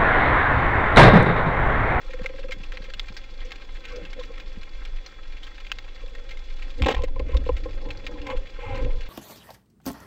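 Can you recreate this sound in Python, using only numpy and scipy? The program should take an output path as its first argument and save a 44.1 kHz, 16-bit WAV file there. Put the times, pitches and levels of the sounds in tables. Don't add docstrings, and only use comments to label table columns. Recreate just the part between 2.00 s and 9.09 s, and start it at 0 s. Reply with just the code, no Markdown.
import sys
import numpy as np
from scipy import signal
from scipy.fft import rfft, irfft
from scipy.io import wavfile
from scipy.ndimage import uniform_filter1d

SR = 44100
rng = np.random.default_rng(int(sys.argv[2]) if len(sys.argv) > 2 else 0)


def persist_wave(psi):
    counts = np.round(np.clip(psi, -1, 1) * 32767).astype(np.int16)
    wavfile.write(sys.argv[1], SR, np.atleast_2d(counts).T)


def decibels_to_gain(level_db):
    exponent = np.asarray(level_db, float) / 20
    return 10 ** exponent


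N = 312669

# time in seconds, level in dB.
RUB = [(0.0, -59), (0.41, -55), (1.2, -61), (1.3, -60), (1.83, -58), (2.03, -55), (2.88, -60.5),
       (4.74, -60), (5.03, -56), (5.23, -54.5), (5.35, -47), (5.51, -55.5), (5.73, -51), (6.16, -56.5),
       (6.44, -57), (6.65, -58), (6.79, -43), (7.09, -63)]
# frequency in Hz, width in Hz, level in dB.
HOUSING = [(294, 159, 5.5), (413, 127, 4), (513.2, 27.3, -1.5), (861, 59, -10.5), (1016, 43, -11)]
# start in seconds, peak in dB.
TAPS = [(0.045, -48), (0.093, -39), (0.138, -32.5), (0.194, -33), (0.246, -32), (0.296, -35), (0.34, -37.5),
        (0.389, -36), (0.442, -33), (0.492, -33.5), (0.686, -50), (.735, -41.5), (.783, -44), (.83, -46.5),
        (.882, -42)]


def rms_one(x):
    return x / np.sqrt(np.mean(x ** 2) + 1e-20)


def in_time(rows):
    s, *columns = np.transpose(rows)
    return [np.interp(np.arange(N) / SR, s, c) for c in columns]


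def colour(x, points):
    hz = np.maximum(np.arange(513) * SR / 1024, 20)
    point_hz, point_db = np.transpose(points)
    gain = decibels_to_gain(np.interp(np.log(hz), np.log(point_hz), point_db))
    cep = irfft(np.log(gain + 1e-5))
    cep[1:512] *= 2
    cep[513:] = 0
    return signal.fftconvolve(x, irfft(np.exp(rfft(cep))))[:len(x)]


def band(x, lo_hz, hi_hz):
    return signal.sosfilt(signal.butter(2, [lo_hz, hi_hz], "band", fs=SR, output="sos"), x)


def resonance(x, hz, width_hz):
    r = np.exp(-np.pi * width_hz / SR)
    poles = [1, -2 * r * np.cos(2 * np.pi * hz / SR), r * r]
    return signal.lfilter([(1 - r * r) / 2, 0, (r * r - 1) / 2], poles, x)


def ring(hz, t60_s, rise_s, size, glide=0):
    glide_s = 0.021
    t = np.arange(size) / SR
    turns = hz * (t - glide * glide_s * (1 - np.exp(-t / glide_s)))
    return np.sin(2 * np.pi * turns) * decibels_to_gain(-60 * t / t60_s) * (1 - np.exp(-t / rise_s))


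def add(out, s, sound):
    i = int(s * SR)
    out[i:i + len(sound)] += sound[:N - i]


def grains(per_s, spread_db):
    size = decibels_to_gain(spread_db * np.minimum(rng.exponential(1, N), 5))
    return (rng.random(N) < per_s / SR) * size * rng.choice([-1, 1], N)


def swells(rows, column=None):
    t, out = np.arange(N) / SR, 0
    for row in rows:
        s, db, rise_s, fall_s = row[:4]
        trim_db = row[column] if column else 0
        away = np.where(t < s, (s - t) / max(rise_s, .005), (t - s) / max(fall_s, .005))
        fade_db = 20 * np.minimum(away + np.maximum(away - 1, 0) ** 2, 9)
        out = out + decibels_to_gain(db + trim_db - fade_db)
    return out


def drift(lo_hz, hi_hz):
    return rms_one(band(rng.standard_normal(N + SR), lo_hz, hi_hz)[SR:])


def gain_db():
    since_s = np.arange(N) / SR - 4.95
    return -10.5 * (since_s > 0) * np.exp(-np.abs(since_s) / 0.36)


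def whine():
    # frequency in Hz, level in dB rms.
    tones = [(3403, -62.5), (5814, -83.5), (6654, -92), (6874, -86.5), (7623, -86)]
    t = np.arange(N) / SR
    flutter = 1 + 0.15 * rms_one(band(rng.standard_normal(N), 3.2, 24))
    return flutter * sum(np.sqrt(2) * decibels_to_gain(db) * np.sin(2 * np.pi * hz * t) for hz, db in tones)


def reef():
    # frequency in Hz, level in dB per Hz.
    reef_colour = [(350, -45.5), (600, -7), (1500, -7), (2300, -4.5), (3300, -11), (4300, -10),
                   (5500, -18.5), (7600, -27), (9300, -28)]
    level_db, drift_db, echo_t60_s = -52, 0.57, 0.051
    far = rms_one(grains(2500, spread_db=1.0))
    born, region = grains(70, spread_db=1.35), rng.integers(0, 8, N)
    white = rng.standard_normal(N)
    r = np.exp(-np.log(1000) / (echo_t60_s * SR))
    near = 0
    for k, hz in enumerate(np.geomspace(1200, 7500, 8)):
        puffs = signal.lfilter([1], [1, -r], np.abs(born) * (region == k) + 1e-18)
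        near = near + resonance(white * puffs, hz, 0.61 * hz)
    crackle = rms_one(colour(far + 0.68 * rms_one(near), reef_colour))
    return decibels_to_gain(level_db + drift_db * drift(0.75, 2.27)) * crackle


def sway():
    # time in seconds, level in dB.
    sway_curve = [
        [(0.0, -48.5), (0.08, -32.5), (1.62, -39.5), (2.97, -34), (3.15, -48), (3.18, -35), (3.6, -41),
         (4.75, -31.5), (4.8, -22)],
        [(4.97, -26), (6.22, -36), (6.28, -48.5), (6.37, -23.5), (6.5, -50), (6.56, -29.5), (6.67, -38.5),
         (6.94, -22.5), (7.09, -37)],
    ]
    # peak in seconds, level in dB, rise in s, fall in s, boom in dB.
    jolts = [(1.98, -57, 0.041, 0.041, 16), (4.79, -51, 0.033, 0.033, 7), (5.0, -32, 0.12, 0.059, 6.5),
             (5.23, -37, 0.12, .1, 7), (5.36, -37, 0.072, 0.15, 13), (5.52, -36.5, 0.056, 0.11, 8.5),
             (5.68, -44, 0.06, .15, 0), (5.89, -43.5, 0.069, 0.25, 3), (6.18, -45.5, 0.12, 0.14, 3),
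             (6.355, -37, 0.07, 0.11, 1), (6.7, -35, 0.085, .12, -15), (6.855, -32, 0.13, 0.16, 3.5)]
    shake_db, lurch_db = -2, 3
    sway_db, rub_db = in_time(sway_curve[0] + sway_curve[1])[0], in_time(RUB)[0]
    t = np.arange(N) / SR
    stunned = decibels_to_gain(-14 * uniform_filter1d(1. * (t > 4.815) * (t < 4.96), size=800))
    boom = rms_one(resonance(resonance(rng.standard_normal(N), 53.6, 13), 53.6, 40))
    white = rng.standard_normal((3, N))
    hz = 20.5 * (1 + 0.149 * np.tanh(rms_one(band(white[0], 0.51, 4.66))))
    shake_gain = np.sqrt(2) * decibels_to_gain(sway_db + shake_db + lurch_db * drift(1.43, 8.2))
    shake = shake_gain * np.sin(2 * np.pi * np.cumsum(hz) / SR)
    thud = rms_one(band(band(white[1], 23.8, 46.3), 22, 56))
    drum = rms_one(band(white[2], 86.0, 116.0))
    thud_db = -43.5 + 0.9 * (sway_db - sway_db.mean())
    drum_db = -61 + 1.1 * (rub_db - rub_db.mean()) + lurch_db * drift(3.4, 6.4)
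    drumming = (decibels_to_gain(drum_db) + swells(jolts)) * drum + swells(jolts, column=4) * boom
    return stunned * (shake + decibels_to_gain(thud_db) * thud) + drumming


def rub():
    # peak in seconds, level in dB, rise in s, fall in s, body mode in dB.
    groans = [(1.458, -47, 0.17, 0.19, -7), (1.978, -37.5, 0.14, 0.1, -11), (2.18, -43, 0.027, 0.094, -2),
              (2.3, -46, 0.032, 0.14, -6), (4.2, -50, 0.39, 0.36, -20), (4.68, -51.5, .1, 0.073, 3),
              (4.8, -34, 0.029, 0.025, -3), (5.0, -41, 0.05, 0.03, -8.5), (5.208, -36, 0.033, 0.028, 6.5),
              (5.4, -44, 0.51, 0.087, 4.5), (5.886, -38, 0.14, 0.11, 0), (6.096, -40, 0.09, 0.27, 2),
              (6.3, -33, 0.081, 0.15, -8), (6.62, -40, 0.012, 0.68, -22), (6.865, -36, 0.21, 0.11, 4.5)]
    # peak in seconds, level in dB, rise in s, fall in s.
    scrapes = [
        (5.0, -44.5, 0.074, 0.073),
        (5.898, -42.5, 0.14, 0.075),
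        (6.178, -43, 0.19, 0.022),
        (6.3, -30.5, 0.064, 0.076),
        (6.69, -37, 0.11, 0.32),
    ]
    low_db, = in_time(RUB)
    touch = grains(1600, spread_db=3.0) + 0.18 * rng.standard_normal(N)
    modes = []
    for hz, width_hz, db in HOUSING:
        broad_hz = 2.58 * width_hz
        modes.append(decibels_to_gain(db) * rms_one(resonance(resonance(touch, hz, broad_hz), hz, broad_hz)))
    groan = rms_one(resonance(resonance(grains(900, spread_db=1.5), 494, 100), 494, 100))
    body = rms_one(resonance(resonance(grains(600, spread_db=4.5), 290, 150), 290, 150))
    wall_gain = decibels_to_gain(-77 + 0.6 * (low_db - low_db.mean())) + swells(scrapes)
    walls = wall_gain * (modes[3] - modes[4])
    murmur = 0.81 * rms_one(band(touch, 116.5, 258))
    rubbing = decibels_to_gain(low_db) * (murmur + modes[0] - modes[1] + modes[2])
    return rubbing - walls + decibels_to_gain(-6.0) * (swells(groans) * groan + swells(groans, column=4) * body)


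def swish():
    # peak in seconds, level in dB, rise in s, fall in s.
    washes = [
        (1.85, -48, 0.074, 0.82),
        (2.06, -45, 0.012, 0.015),
        (5.31, -46, 0.077, 0.12),
        (6.314, -36, 0.078, 0.036),
        (6.6, -45.5, 0.031, 0.36),
        (6.776, -42.5, 0.22, 0.089),
    ]
    fizz = grains(9000, spread_db=2.2)
    wash = rms_one(band(band(fizz, 900, 2940), 700, 4300) + 1.8 * resonance(fizz, 2180, 330))
    return decibels_to_gain(-1.5) * swells(washes) * wash


def hum():
    # peak in seconds, level in dB, rise in s, fall in s.
    line_swell = [
        (5.2, -55, .25, 1.6),
    ]
    return swells(line_swell) * rms_one(resonance(rng.standard_normal(N), 640, 7.0))


def squeaks():
    # start in seconds, length in s, level in dB, frequency in Hz, end pitch ratio.
    stick_slips = [(1.799, 0.25, -51, 1550, 0.91), (1.9, .04, -47.5, 1120, 1.03),
                   (1.92, 0.11, -39.5, 504.4, 0.95), (1.954, 0.04, -37, 417, 1.03),
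                   (2.16, 0.063, -38, 544.5, 0.86), (2.285, 0.036, -47, 488, 0.93),
                   (2.191, 0.032, -53, 1047, 1.0), (2.294, 0.033, -56, 1044, 1.06),
                   (4.785, 0.037, -41, 522, 1.0), (4.995, 0.043, -39.5, 500, 1.0),
                   (5.0, 0.038, -45.5, 1019, 0.996), (4.797, 0.035, -33.5, 280, 0.95),
                   (6.079, 0.11, -40.5, 299.7, 1.02), (6.201, 0.11, -41.5, 298, 0.94),
                   (6.28, 0.065, -43, 1055, 1.12), (6.29, 0.06, -38.5, 520, 1),
                   (6.62, 0.045, -40.5, 810, 1.13), (6.66, 0.096, -40.5, 835, .93),
                   (6.62, .14, -48, 2120, 0.99), (6.651, 0.026, -40.5, 1250, 0.91),
                   (6.74, 0.028, -46, 1043, 0.9), (6.77, 0.051, -43, 1000, 0.99),
                   (6.8, 0.091, -39.5, 497.6, 1), (2.0, 0.057, -43, 310.5, 1.02), (2.0, .08, -45, 170, 1.0),
                   (5.622, 0.082, -41, 309.4, 1.02), (6.33, 0.031, -35.5, 500, 1.01),
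                   (6.7, 0.11, -41, 522, 1.08), (6.86, 0.051, -38, 509, 0.97),
                   (5.329, 0.023, -42, 1038, 0.95), (1.099, 0.079, -49.5, 401, 0.93)]
    chance = rng.standard_normal((len(stick_slips), 2, 14000))
    out = np.zeros(N)
    for (s, length_s, db, hz, ratio), d in zip(stick_slips, chance):
        u = np.linspace(0, 1, int(length_s * SR))
        wobble, throb = (rms_one(band(v, 19.4, 120))[2000:2000 + len(u)] for v in d)
        tone = np.sin(2 * np.pi * np.cumsum(hz * (ratio ** u + 0.017 * wobble)) / SR)
        add(out, s, decibels_to_gain(db) * np.sin(np.pi * u) ** 0.78 * (1 + 0.37 * throb) * tone)
    return out


def slips():
    from_hz, to_hz, length_s, lead_s, level_db = 2900, 956, 0.012, 0.008, -6.5
    out, u = np.zeros(N), np.linspace(0, 1, int(length_s * SR))
    for (s, db), d in zip(TAPS, rng.standard_normal((len(TAPS), 2000))):
        hz = from_hz * (1 + 0.075 * d[0]) * (to_hz / from_hz) ** u
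        fall = np.sin(2 * np.pi * np.cumsum(hz) / SR)
        grit = rms_one(band(d, 54, 840))[-len(u):]
        add(out, s - lead_s, decibels_to_gain(db + level_db) * np.sin(np.pi * u) * (0.36 + grit) * fall)
    return out


def knocks():
    # start in seconds, peak in dB, upper mode in dB, t60 in s.
    hard_hits = [(2.166, -45, -29, 0.11), (4.035, -34.5, -29, 0.033), (4.965, -40.5, 10, 0.055),
                 (4.988, -40, 8, 0.059), (5.036, -17.5, -27, 0.03), (5.081, -49.5, 7, 0.065),
                 (5.162, -32, -3, 0.035), (5.197, -21, -14, 0.032), (5.211, -25, -30, 0.027),
                 (5.291, -27.5, -20.5, 0.038), (5.346, -31, -3, 0.053), (5.464, -22, -22, 0.029),
                 (5.491, -13.5, -10, 0.04), (5.656, -25, -13, 0.043), (5.684, -35, -12, 0.037),
                 (6.043, -34.5, -24, 0.033), (6.587, -31, -15, 0.031)]
    tap_upper_db, tap_t60_s, tap_sharp, grit_db = -21, 0.072, 1.03, -27
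    body_hz, _, air_hz, wall_hz, upper_hz = [row[0] for row in HOUSING]
    out, t = np.zeros(N), np.arange(6000) / SR
    hits = [(s, db, tap_upper_db, tap_t60_s, tap_sharp) for s, db in TAPS]
    hits += [(*row, 1) for row in hard_hits]
    for (s, db, upper_db, t60_s, sharp), d in zip(hits, rng.normal(0, 1, (len(hits), 6000))):
        air = ring(sharp * air_hz * (1.04 + 0.019 * d[0]), 1.57 * t60_s, 0.0019, size=6000, glide=0.079)
        air = air * decibels_to_gain(-60 * (t / (1.01 * t60_s)) ** 2)
        air = air + 0.28 * ring(body_hz, 0.042, 0.0014, size=6000)
        air = air - 0.31 * ring(364, 0.023, 0.00061, size=6000)
        wall = ring(upper_hz * (1 + 0.032 * d[1]), 0.065, 0.002, size=6000) * decibels_to_gain(-60 * (t / .04) ** 2)
        wall = wall + 0.68 * ring(wall_hz * (1 + 0.058 * d[2]), 0.038, 0.00039, size=6000)
        grit = band(d * decibels_to_gain(-60 * t / 0.017), 1900, 2700)
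        add(out, s, decibels_to_gain(db + 2.5) * (air + decibels_to_gain(upper_db) * (wall + 0.62 * grit) + decibels_to_gain(grit_db) * grit))
    return out


def bumps():
    # start in seconds, peak in dB.
    body_bumps = [(0.213, -30.5), (0.564, -37), (0.6, -37), (0.803, -38.5), (0.96, -44), (1.102, -37),
                  (2.03, -47), (2.573, -33.5), (5.243, -51), (5.354, -53), (6.349, -43)]
    bump_hz, thump_hz = 185.4, 98
    bump = ring(bump_hz, 0.042, 0.00072, size=8000) - 0.54 * ring(0.74 * bump_hz, 0.049, 0.0024, size=8000)
    bump = bump + decibels_to_gain(-4) * ring(thump_hz, 0.11, 0.0031, size=8000)
    out = np.zeros(N)
    for s, db in body_bumps:
        add(out, s, decibels_to_gain(db + 5.5) * bump)
    return out


def snaps(rows, broad, width):
    collapse_s, click_weight, echo_per_s, top_hz = 0.000897, 2.76, 24.4, 5200
    out, t = np.zeros(N), np.arange(3000) / SR
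    for (s, db, hz, t60_s), noise in zip(rows, rng.standard_normal((len(rows), 3000))):
        front = decibels_to_gain(-60 * t / 0.0053)
        echo = min(echo_per_s * t60_s, 1) * decibels_to_gain(-60 * t / np.clip(t60_s, .004, .1))
        puff = noise * (front + echo) * (1 - np.exp(-(t / 0.0007) ** 2))
        puff[int(collapse_s * SR)] += click_weight * np.sign(noise[0])
        body = resonance(puff, hz, width * hz) + broad * 0.4 * band(puff, 1240, 3670)
        body = body + 0.1 * band(puff, 600, 1400) + 0.072 * band(puff, 3190, 4240)
        body = band(body, 250, max(top_hz, 1.6 * hz)) + 0.052 * band(puff, 6500, 9000)
        add(out, s, decibels_to_gain(db - 7.0) * body / np.abs(body).max())
    return out


def thin_snaps():
    # start in seconds, peak in dB, centre in Hz, t60 in s.
    thin_rows = [(.105, -28, 2300, 0.076), (.217, -28, 1900, .03), (.36, -33, 2100, .03),
                 (.9953, -24, 3800, 0.022), (1.04, -35, 2200, 0.046), (1.124, -33, 4300, .03),
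                 (1.167, -24, 4300, 0.075), (1.24, -31, 2000, 0.047), (1.805, -34.5, 4000, .04),
                 (1.897, -36, 5000, .02), (1.92, -33, 5000, 0.028), (1.959, -27.5, 4270, .05),
                 (2.104, -31.5, 4200, .05), (4.965, -26, 2400, .03), (4.975, -29, 2050, .06),
                 (4.992, -33, 2300, .05), (5.04, -22, 2050, 0.046), (5.081, -33.5, 2300, .04),
                 (5.158, -33, 2200, 0.036), (5.196, -24.5, 2100, 0.024), (5.284, -32, 2080, .05),
                 (5.318, -28, 2600, .05), (5.452, -31, 2600, .03), (5.4895, -22.5, 1340, 0.018),
                 (5.708, -31, 2380, 0.027), (5.73, -32, 2150, 0.043), (5.887, -28.5, 2100, .03),
                 (6.745, -25.5, 2700, 0.053), (6.845, -27, 2300, .03), (5.0362, -16, 630, 0.01),
                 (5.369, -27, 5500, .025), (6.47, -30, 2400, 0.033), (6.495, -32, 2300, .03),
                 (1.45, -37.5, 5500, 0.073)]
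    return snaps(thin_rows, broad=0.23, width=0.27)


def near_snaps():
    # start in seconds,
    # peak in dB, centre in Hz, t60 in s.
    snap_rows = [(0.134, -23, 2060, 0.038), (0.2594, -9.5, 2170, 0.027), (0.5186, -15.5, 2160, 0.069),
                 (0.6352, -25, 2560, 0.064), (0.7205, -19, 2000, 0.028), (0.7713, -20, 1920, 0.02),
                 (0.9012, -25, 1890, 0.027), (0.936, -17, 2670, 0.037), (0.9955, -19, 2320, 0.022),
                 (1.1656, -21.5, 2090, 0.07), (1.518, -15.5, 2200, 0.03), (1.8518, -20.5, 2410, 0.024),
                 (2.0503, -22.5, 2670, 0.035), (2.1303, -22.5, 2200, 0.029), (2.1938, -26, 3440, 0.11),
                 (2.3988, -24.5, 2380, 0.061), (2.8505, -24.5, 2420, 0.031), (3.0615, -21, 4230, 0.036),
                 (3.4315, -23, 3260, 0.075), (3.4669, -25, 1320, 0.063), (3.602, -27.5, 2350, 0.07),
                 (3.6476, -27.5, 2130, 0.03), (3.7162, -9, 2640, 0.023), (3.7855, -21, 2280, 0.017),
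                 (4.0612, -28.5, 3410, 0.035), (4.1503, -24.5, 1870, 0.03), (4.291, -25.5, 2420, 0.053),
                 (4.309, -23, 2150, 0.11), (4.6218, -23.5, 2270, 0.08), (4.797, -29, 2080, 0.062),
                 (4.8458, -22, 2650, 0.015), (4.8614, -22, 1310, 0.013), (4.946, -18, 2440, 0.042),
                 (5.02, -19, 2650, 0.0138), (5.0366, -25.5, 2080, 0.053), (5.1942, -23, 2120, 0.019),
                 (5.343, -29, 2100, 0.026), (5.3681, -15.5, 3400, 0.028), (5.46, -28, 2540, 0.058),
                 (5.5664, -23, 2270, 0.088), (5.904, -18, 2320, 0.054), (5.972, -28, 4140, 0.03),
                 (6.043, -29, 2130, 0.026), (6.0655, -16.5, 2520, 0.035), (6.267, -20, 2090, 0.042),
                 (6.3002, -21.5, 2090, 0.044), (6.3705, -26.5, 1340, 0.033), (6.776, -29, 2160, 0.036),
                 (7.007, -26.5, 2700, 0.088)]
    # start in seconds, peak in dB.
    faint_rows = [(0.192, -32), (0.242, -27), (0.4847, -31), (.509, -20), (0.8408, -27), (1.083, -25),
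                  (1.404, -28), (1.506, -26.5), (1.5564, -24.5), (1.75, -32), (2.234, -26), (2.379, -25.5),
                  (2.631, -26), (3.3687, -29), (3.577, -34), (3.666, -25), (4.182, -33), (4.371, -27),
                  (4.594, -31), (4.703, -26.5), (6.2158, -25.5), (6.8473, -30)]
    pitch_db = rng.normal(0, 1.3, len(faint_rows))
    faint = [(s, db, 2300 * decibels_to_gain(u), 0.034) for (s, db), u in zip(faint_rows, pitch_db)]
    return snaps(snap_rows + faint, broad=0.94, width=0.1)


def cracks():
    # start in seconds, peak in dB, frequency in Hz.
    pulses = [(.7223, -26.5, 2100), (.7720, -22, 2300), (.9955, -11, 3800), (.9963, -12, 3200),
              (2.1316, -30, 2600), (2.4001, -32, 2600), (2.4001, -29, 2500), (3.0617, -29, 4600),
              (3.063, -28, 4300), (3.7166, -16, 2300), (3.7173, -10, 2800), (3.7857, -24, 3900),
              (3.7869, -23, 2200), (.2604, -22, 3000), (4.9462, -23, 2600), (4.967, -27, 2200),
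              (4.981, -28, 2600), (5.9059, -22, 2500), (6.066, -19, 2700), (6.0675, -22, 2600),
              (4.8214, -14, 2700), (4.8463, -20, 2700), (4.8471, -19, 2900), (4.8623, -17, 2300),
              (4.8694, -12, 800), (4.8783, -20, 2500), (4.8803, -23, 2500), (4.883, -18, 650),
              (4.8861, -17, 900), (4.8884, -16, 800), (4.8904, -17, 700), (4.897, -20, 800),
              (4.9072, -17, 2300), (4.912, -20, 2000), (4.9165, -20, 900), (4.9245, -18, 3000),
              (4.9258, -19, 3200), (4.9485, -20, 2500)]
    out = np.zeros(N)
    for s, db, hz in pulses:
        add(out, s, decibels_to_gain(db + 4.5) * ring(hz, 6.5 / hz, 0.00012, size=600))
    return band(out, 500, 7000)


def shot():
    # start in seconds, length in s, drive in dB, share of boom 0-1.
    bursts = [(4.8207, 0.005, 8, 0.3), (4.8305, 0.0045, 3, 0.53), (4.836, 0.0026, -1, 0.3),
              (4.8405, 0.002, -3, 0.2), (4.8455, 0.0028, 2, 0.3), (4.857, 0.004, -5, 0.56),
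              (4.86, 0.0115, 4, 0.62), (4.8778, .004, -9, 0.4), (4.882, .011, 6.5, 0.8),
              (4.892, .0075, -3, .5), (4.9, 0.021, -2, 0.75), (4.919, 0.009, -5, 0.37),
              (4.9332, 0.001, -12, 0), (4.94, 0.003, -10, 0.8), (4.9448, 0.0055, -4.5, 0.25),
              (4.96, 0.024, -21, 0.57), (4.975, 0.061, -27.5, 0.55), (5.034, 0.0057, -14.5, 0.56)]
    # start in seconds, peak in dB, frequency in Hz, t60 in s.
    kicks = [
        (4.8212, -0.5, 63, 0.098),
        (4.812, -17.5, 109, 0.23),
        (4.858, -20, 240, 0.12),
        (4.878, -25.5, 330, 0.097),
    ]
    # frequency in Hz, level in dB per Hz.
    shot_colour = [(300, -14), (700, 3), (1500, -9), (2500, 2), (4000, -9), (5500, -35), (7500, -22),
                   (9300, -38)]
    rail = 0.12
    rattle, recoil, white = np.zeros(N), np.zeros(N), rng.standard_normal((2, 12000))
    crack = rms_one(colour(grains(1500, spread_db=5.0)[:12000] + 0.4 * white[0], shot_colour))
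    boom = rms_one(sum(decibels_to_gain(db) * resonance(white[1], hz, 1.4 * width_hz) for hz, width_hz, db in HOUSING))
    for s, length_s, db, share in bursts:
        i, n = int((s - 4.815) * SR), int(length_s * SR)
        burst = ((1 - share) * crack + share * boom)[i:i + n]
        add(rattle, s, rail * decibels_to_gain(db) * signal.windows.tukey(n, .3) * burst)
    for s, db, hz, t60_s in kicks:
        add(recoil, s, -decibels_to_gain(db) * ring(hz, t60_s, 0.00022, size=20000))
    squared = np.clip(rattle + recoil, -rail, rail) + 0.22 * np.clip(rattle, -rail, rail)
    add(squared, kicks[0][0], -decibels_to_gain(-14) * ring(75, 0.033, .0006, size=4000))
    railed = band(squared, 18, 4740) + decibels_to_gain(-13.5) * band(squared, 4700, 8500)
    railed = railed - 0.5 * resonance(railed, 1400, 500)
    return railed - 0.3 * resonance(railed, 620, 160)


def scene():
    background = decibels_to_gain(gain_db()) * (reef() + whine())
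    housing = sway() + rub() + swish() + knocks() + bumps()
    line_and_grip = hum() + squeaks() + slips()
    sharp = near_snaps() + thin_snaps() + cracks()
    return (background + housing + line_and_grip + sharp + shot())[None]


def roll_off(x):
    return signal.sosfilt(signal.butter(12, 16660, fs=SR, output="sos"), x)


def record(dry):
    # frequency in Hz, level in dB.
    top_shelf = [(20, 0), (7700, -1.5), (8050, -8), (9000, -10), (9400, -21.5)]
    late_samples, late_db, between_db, grit_db = 166, -3.5, -11.5, -41
    half_rate = signal.cheby2(24, 50, 9350, fs=SR, output="sos")
    early = signal.sosfilt(half_rate, colour(dry[0], top_shelf))[None]
    early = early + decibels_to_gain(grit_db) * np.abs(band(dry, 1800, 8000)) * rng.standard_normal(dry.shape)
    late = early[:, np.maximum(np.arange(N) - late_samples, 0) // 2 * 2]
    low_mid = band(dry, 98, 520) + 0.14 * band(dry, 480, 3500)
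    between = decibels_to_gain(between_db) * low_mid[:, np.maximum(np.arange(N) - late_samples // 2, 0)]
    top_cut = signal.cheby2(20, 50, 15950, fs=SR, output="sos")
    return roll_off(signal.sosfilt(top_cut, early + decibels_to_gain(late_db) * late + between))


dry = scene()
out = record(dry)
persist_wave(out)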